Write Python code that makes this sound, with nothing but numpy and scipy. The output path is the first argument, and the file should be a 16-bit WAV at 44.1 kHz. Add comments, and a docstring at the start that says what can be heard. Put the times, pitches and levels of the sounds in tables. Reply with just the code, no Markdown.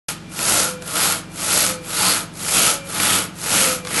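"""Hand saw in a workshop

Close to the microphone, a long hand saw is pushed and pulled through a thick beam, about one stroke
every half second, starting at the end of a pull. Coarse teeth tear the fibres in a bright rasp that
knocks in the timber. The blade rings faintly and catches at some turns, chirps against the side of
the cut and sings after each push. Farther back in the room a machine hums."""
import sys
import numpy as np
from scipy import signal
from scipy.fft import rfft, irfft, next_fast_len
from scipy.io import wavfile
from scipy.ndimage import uniform_filter1d, map_coordinates

SR = 44100
rng = np.random.default_rng(int(sys.argv[2]) if len(sys.argv) > 2 else 0)


def put_to_file(sound):
    """Save the sound as 16-bit audio at rate SR, in the file named by the first command-line argument."""
    columns = np.atleast_2d(sound).T  # one column per channel
    safe = np.clip(columns, -1, 1)
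    whole_steps = np.round(safe * 32767)
    wavfile.write(sys.argv[1], SR, whole_steps.astype(np.int16))


N = 176400

# Saw strokes; timber, thrum and kerf are relative to the level (start [s], fastest [s], end [s],
# level [dB], timber [dB], thrum [dB], kerf resonance [Hz], kerf [dB], direction [1 push, 0 pull])
STROKES = [(-.2, 0.001, 0.18, -16, -3, -2, 5400, -7.5, 0), (0.274, 0.56, .795, -16.5, 0, -2, 6940, -15, 1),
           (.785, 1.061, 1.254, -18, 2, -5, 4572, -12.5, 0),
           (1.278, 1.61, 1.803, -16, -1, -4, 4400, -14, 1), (1.791, 2.082, 2.296, -17, 0, -2, 4640, -8, 0),
           (2.304, 2.651, 2.825, -15, -2, -3.5, 2853, -10, 1),
           (2.804, 3.124, 3.315, -17, 1.5, 2.5, 3290, -11.5, 0),
           (3.319, 3.621, 3.844, -16, -1, 3, 2720, -12, 1),
           (3.819, 4.064, 4.02, -16.5, -1, 8, 1907, -6.5, 0)]
# Spectra of the rasp, each way, and of the beam's unpitched thrum (frequency [Hz], level [dB])
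PUSH_SPECTRUM = [(300, -5), (800, -3.5), (1800, -3), (2700, -.5), (3600, -1), (5500, -0.3), (7800, 1),
                 (9200, 1.5), (11600, -6)]
PULL_SPECTRUM = [(300, -42), (800, 0), (1800, -1.5), (2700, 1.5), (3600, 1), (4600, 0), (6000, -1),
                 (9000, 2), (11600, -3)]
THRUM_SPECTRUM = [(25, -45), (70, -9), (110, -3.5), (160, -3.5), (240, 2.5), (320, -4.5), (390, -2.5),
                  (1000, -12), (2500, -3.5), (6000, -42.5)]
# Resonances of the teeth, and of the beam with the blade in it (frequency [Hz], width [Hz], level [dB])
TEETH_MODES = [(4340, 310, -15), (6535, 62, -8), (7730, 83, -11.5), (10090, 210, -2.5), (11385, 97, -3)]
TIMBER_MODES = [(100.5, 8.2, -1), (186, 14, 0), (229.6, 10.6, -5), (305.5, 20.3, -0.5), (460.8, 65, -4.5),
                (552, 60, -2.5), (667.4, 27, -1), (856.3, 15, 1.5), (1038.6, 125, -8), (1266, 116, 0.5),
                (1408, 95, 2.5), (1660, 260, -9)]
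# Hum of the machine (harmonic [multiple of shaft rate], level [dB])
HUM_HARMONICS = [(2, -52), (4, -52), (5, -49), (6, -54), (7, -42.5), (8, -44.5), (14, -50.5)]
# Room tone of the workshop (frequency [Hz], level [dB])
ROOM_TONE_SPECTRUM = [(25, -25), (45, -10), (100, -12), (200, 2), (320, -1.5), (420, -7), (1200, -14),
                      (3000, -17), (6000, -23), (12000, -32)]
# Echo of the workshop (frequency [Hz], time to fall 60 dB [s])
ROOM_DECAY = [(150, 0.59), (1500, 0.46), (5000, 0.31), (12000, 0.19)]
# Steel rings at the turn of a stroke (time [s], level [dB])
TURNS = [(.30, -49), (.80, -48), (1.30, -51), (1.78, -47), (2.83, -43), (3.84, -46)]
# A tooth catches (time [s], level [dB], treble edge [Hz])
CATCHES = [(.390, -17, 7000), (0.822, -26, 9500), (3, -14, 6000), (3.461, -22, 4000), (3.850, -26, 7113),
           (3.871, -21.5, 6220), (3.91, -24, 3995), (3.942, -27, 7900)]
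# The blade rubs the side of the cut (time [s], half length [s], pitch [Hz], glide [Hz/s], level [dB])
CHIRPS = [(0.539, 0.047, 760, -2200, -34), (0.676, .025, 1387, 2, -28.5), (.97, 0.028, 1300, 2, -33),
          (1.515, 0.042, 1404, -2, -34), (1.563, .05, 623, -500, -37), (2.023, 0.024, 847, -0.5, -27.5),
          (2.082, .03, 1057, 3505, -28.5), (2.686, 0.02, 1295, 2, -24), (3.10, 0.024, 1410, -1500, -36),
          (3.667, 0.065, 1285, -4, -30)]
# The free blade sings (loudest time [s], level [dB], final pitch [Hz])
SINGS = [(.63, -29.5, 500), (1.682, -32.5, 501), (2.709, -35.5, 547.6), (3.67, -29.5, 500.4)]

RISE_POWER, FALL_POWER = 1.75, 2.6  # loudness against blade speed
TIMBER_POWER, KERF_POWER = 0.83, 2.48  # the timber swells less steeply than the rasp, the kerf more
SKATE_DB, BITE_SHARE, BITE_WIDTH = -3, 0.62, 0.092  # teeth skate for this share of the rise, then dig in
TEETH_PER_S, TOOTH_SCATTER, TEAR_S = 220, 0.28, .003  # scatter is a share of the gap between teeth
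TOOTH_SPREAD_DB, FIBRE_SPREAD_DB, GRAIN_DB, GRAIN_PER_S = 1.7, 1.6, .7, 26
RASP_DB, TEETH_DB, TIMBER_DB, THRUM_DB, BENDING_DB = -1.56, -5.5, -10, -15.5, -26
BENDING_HZ, SHORTENING = 502.4, 0.99  # pitch with the blade pushed out; share it rises when drawn back
START_S, LOW_CUT_HZ, TOP_HZ = .084, 42, 11800


def amp(db):
    """Decibels to gain."""
    return 10 ** (np.asarray(db) / 20)


def unit(x):
    """Scale to rms 1."""
    return x / np.sqrt(np.mean(x ** 2) + 1e-20)


def along(points, hz):
    """Read (Hz, value) points on a log frequency axis."""
    f, v = np.transpose(points)
    return np.interp(np.log(hz + 1), np.log(f + 1), v)


def clock():
    """Time of each sample in seconds."""
    return np.arange(N) / SR


def wobble(rate):
    """A smooth random curve, rate knots a second."""
    return map_coordinates(rng.standard_normal(16384), [clock() * rate], order=2, mode="wrap")


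def tone(pitch):
    """A sine of rms 1 that follows a pitch curve in Hz."""
    return np.sqrt(2) * np.sin(2 * np.pi * np.cumsum(pitch) / SR)


def noise_band(pitch, width_hz):
    """Narrow noise of rms 1 around a pitch curve in Hz."""
    phase = 2 * np.pi * np.cumsum(pitch) / SR
    return unit(wobble(width_hz) * np.cos(phase) + wobble(width_hz) * np.sin(phase))


def filtered(x, response):
    """x through a band-limited response that keeps the power of white noise."""
    size = next_fast_len(N + SR // 2)
    hz = np.fft.rfftfreq(size, 1 / SR)
    gain = response(hz) * (hz < TOP_HZ + 500)
    return irfft(rfft(x, size) * gain / np.sqrt(np.mean(abs(gain) ** 2)), size)[:N]


def coloured(x, spectrum):
    """x shaped by (Hz, dB) points."""
    return filtered(x, lambda hz: amp(along(spectrum, hz)))


def rung(x, modes):
    """x through resonances of alternating polarity."""
    def response(hz):
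        return sum((-1) ** k * amp(db) * 1j * hz * width / (centre ** 2 - hz ** 2 + 1j * hz * width)
                   for k, (centre, width, db) in enumerate(modes))
    return filtered(x, response)


def strokes():
    """Each stroke speeds up and slows down; its speed sets the level of every part of the cut."""
    t = clock()
    speed, push, pull, force, heave = np.zeros((5, N))
    kerf_pitches, kerf_levels = [], []
    for start, fastest, end, db, timber_db, thrum_db, kerf_hz, kerf_db, pushing in STROKES:
        pace = np.sin(np.pi / 2 * np.interp(t, [start, fastest, end], [0, 1, 0]))
        speed = np.maximum(speed, pace)
        risen = (t - start) / (fastest - start)
        skating = (1 - np.tanh((risen - BITE_SHARE) / BITE_WIDTH)) / 2
        swell = pace ** np.where(t < fastest, RISE_POWER, FALL_POWER) * amp(SKATE_DB * skating)
        if pushing:
            push += amp(db) * swell
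        else:
            pull += amp(db) * swell
        force += amp(db + timber_db) * swell ** TIMBER_POWER
        heave += amp(db + thrum_db) * swell ** TIMBER_POWER
        kerf_pitches.append(kerf_hz)
        kerf_levels.append(amp(db + kerf_db) * swell ** KERF_POWER)
    kerf_pitch = np.array(kerf_pitches)[np.argmax(kerf_levels, axis=0)]  # the loudest stroke sets it
    return speed, push, pull, force, heave, kerf_pitch, sum(kerf_levels)


def tooth_bites(speed, rubbing=1.7):
    """Teeth enter the wood at a rate set by the speed; each tears for a moment, over steady rubbing."""
    passed = np.cumsum(speed + .1) * TEETH_PER_S / SR
    offset, strength = rng.standard_normal((2000, 2))[:int(passed[-1])].T
    entries = np.searchsorted(passed, np.arange(len(offset)) + TOOTH_SCATTER * offset)
    hits = np.bincount(np.clip(entries, 0, N - 1), amp(TOOTH_SPREAD_DB * strength), N)
    tearing = signal.lfilter([1], [1, -np.exp(-1 / (TEAR_S * SR))], hits)
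    grip = rubbing + unit(tearing)
    running_rms = np.sqrt(abs(uniform_filter1d(grip ** 2, size=2600)))
    return grip / running_rms * amp(GRAIN_DB * wobble(GRAIN_PER_S))  # hard and soft wood


def fibres():
    """Wood fibres give way in a dense run of tiny, uneven snaps."""
    return unit(rng.standard_normal(N) * amp(FIBRE_SPREAD_DB * wobble(4500)))


def blade_bending():
    """The blade's bending mode glides up as a pull shortens its free end, and down on a push."""
    ends = [(STROKES[0][0], 0)] + [(end, 1 - pushing) for _, _, end, *_, pushing in STROKES]
    drawn_back = np.sin(np.pi / 2 * np.interp(clock(), *np.transpose(ends))) ** 2
    return noise_band(BENDING_HZ * (1 + SHORTENING * drawn_back), width_hz=70)


def cutting():
    """Close up, snapping fibres rasp, ring the teeth and kerf, shake the timber and stir the blade."""
    speed, push, pull, force, heave, kerf_pitch, kerf_level = strokes()
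    grip = tooth_bites(speed)
    rasp = coloured(push * grip * fibres(), PUSH_SPECTRUM)
    rasp += coloured(pull * grip * fibres(), PULL_SPECTRUM)
    teeth = amp(TEETH_DB) * rung((push + pull) * grip * fibres(), TEETH_MODES)
    timber = amp(TIMBER_DB) * rung(force * grip * fibres(), TIMBER_MODES)
    thrum = amp(THRUM_DB) * coloured(heave * grip * fibres(), THRUM_SPECTRUM)
    kerf = kerf_level * grip * noise_band(kerf_pitch, width_hz=1200)
    bending = amp(BENDING_DB) * force * blade_bending()
    return amp(RASP_DB) * rasp + teeth + timber + thrum + kerf + bending


def workshop_echo(x, level_db=-10.5):
    """The room's echo reaches the microphone 5 ms after the direct sound; the treble dies first."""
    hz, t, noise = signal.stft(rng.standard_normal(SR // 2), SR, nperseg=256)
    decay = amp(-60 * t / along(ROOM_DECAY, hz)[:, None])
    tail = signal.istft(noise * decay, SR, nperseg=256)[1]
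    delayed = np.pad(tail, (SR // 200, 0)) / np.linalg.norm(tail)
    return amp(level_db) * signal.fftconvolve(x, delayed)[:N]


def machine_hum(shaft_hz=23.1):
    """In the background a machine throbs on multiples of its slightly wandering shaft rate."""
    revolutions = np.cumsum(shaft_hz * (1 + 0.0024 * wobble(2.73))) / SR
    return sum(amp(db) * np.sqrt(2) * np.sin(2 * np.pi * (multiple * revolutions + rng.random()))
               for multiple, db in HUM_HARMONICS)


def room_tone(level_db=-41):
    """Dull, steady noise fills the workshop."""
    return amp(level_db) * coloured(rng.standard_normal(N), ROOM_TONE_SPECTRUM)


def steel_ring(pitch_hz=2370, half_s=.05):
    """The steel gives a thin ring as the blade changes direction."""
    level = sum(amp(db) * np.exp(-((clock() - time) / half_s) ** 2) for time, db in TURNS)
    return level * tone(pitch_hz + 6 * wobble(60))


def tooth_catches(decay_s=.004, knock_db=-6):
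    """A tooth snags early in a stroke: a short crack and a knock in the beam."""
    out = np.zeros(N)
    for time, db, edge_hz in CATCHES:
        t = clock() - time
        burst = amp(db) * (t >= 0) * np.exp(-abs(t) / decay_s) * rng.standard_normal(N)
        crack = filtered(burst, lambda hz: 1 / (1 + 1j * hz / edge_hz) ** 2)
        out += crack + amp(knock_db) * rung(burst, TIMBER_MODES)
    return out


def blade_chirps(drift_hz=44.4):
    """The blade rubs the side of the cut in brief, rough tones."""
    out = np.zeros(N)
    for time, half_s, hz, glide, db in CHIRPS:
        near = abs(clock() - time) < 4 * half_s
        t = clock()[near] - time
        drift = map_coordinates(rng.standard_normal(256), [(t - t[0]) * 200], order=1)
        out[near] += amp(db) * np.exp(-(t / half_s) ** 2) * tone(hz + glide * t + drift_hz * drift)
    return out


def blade_song(rise_s=0.072, fade_db_per_s=65, sag_hz=80, sag_s=.12):
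    """Late in a push the free blade sings, sagging in pitch as it slows."""
    out = np.zeros(N)
    for loudest, db, final_hz in SINGS:
        t = clock() - loudest
        pitch = final_hz + sag_hz * (1 - np.tanh(t / sag_s + .5)) / 2
        envelope = np.where(t < 0, np.exp(-abs(t) / rise_s), amp(-fade_db_per_s * abs(t)))
        flutter_db = 2.6 * wobble(29.34)
        out += amp(db + flutter_db) * envelope * tone(pitch)
    return out


def scene():
    """One microphone close to the beam: the saw in front, the workshop behind."""
    saw = cutting() + tooth_catches() + blade_chirps()
    return (saw + workshop_echo(saw) + steel_ring() + blade_song() + machine_hum() + room_tone())[None]


def record(dry):
    """The sound cuts in abruptly; the microphone drops the deepest bass and the highest treble."""
    low_cut = signal.butter(4, LOW_CUT_HZ, "high", fs=SR, output="sos")
    heard = signal.sosfilt(low_cut, dry) * (clock() >= START_S)
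    size = next_fast_len(N + SR // 2)
    hz = np.fft.rfftfreq(size, 1 / SR)
    high_cut = 1 / np.sqrt(1 + (hz / TOP_HZ) ** 260)
    return irfft(rfft(heard, size) * high_cut, size)[:, :N]


dry = scene()
out = record(dry)
put_to_file(out)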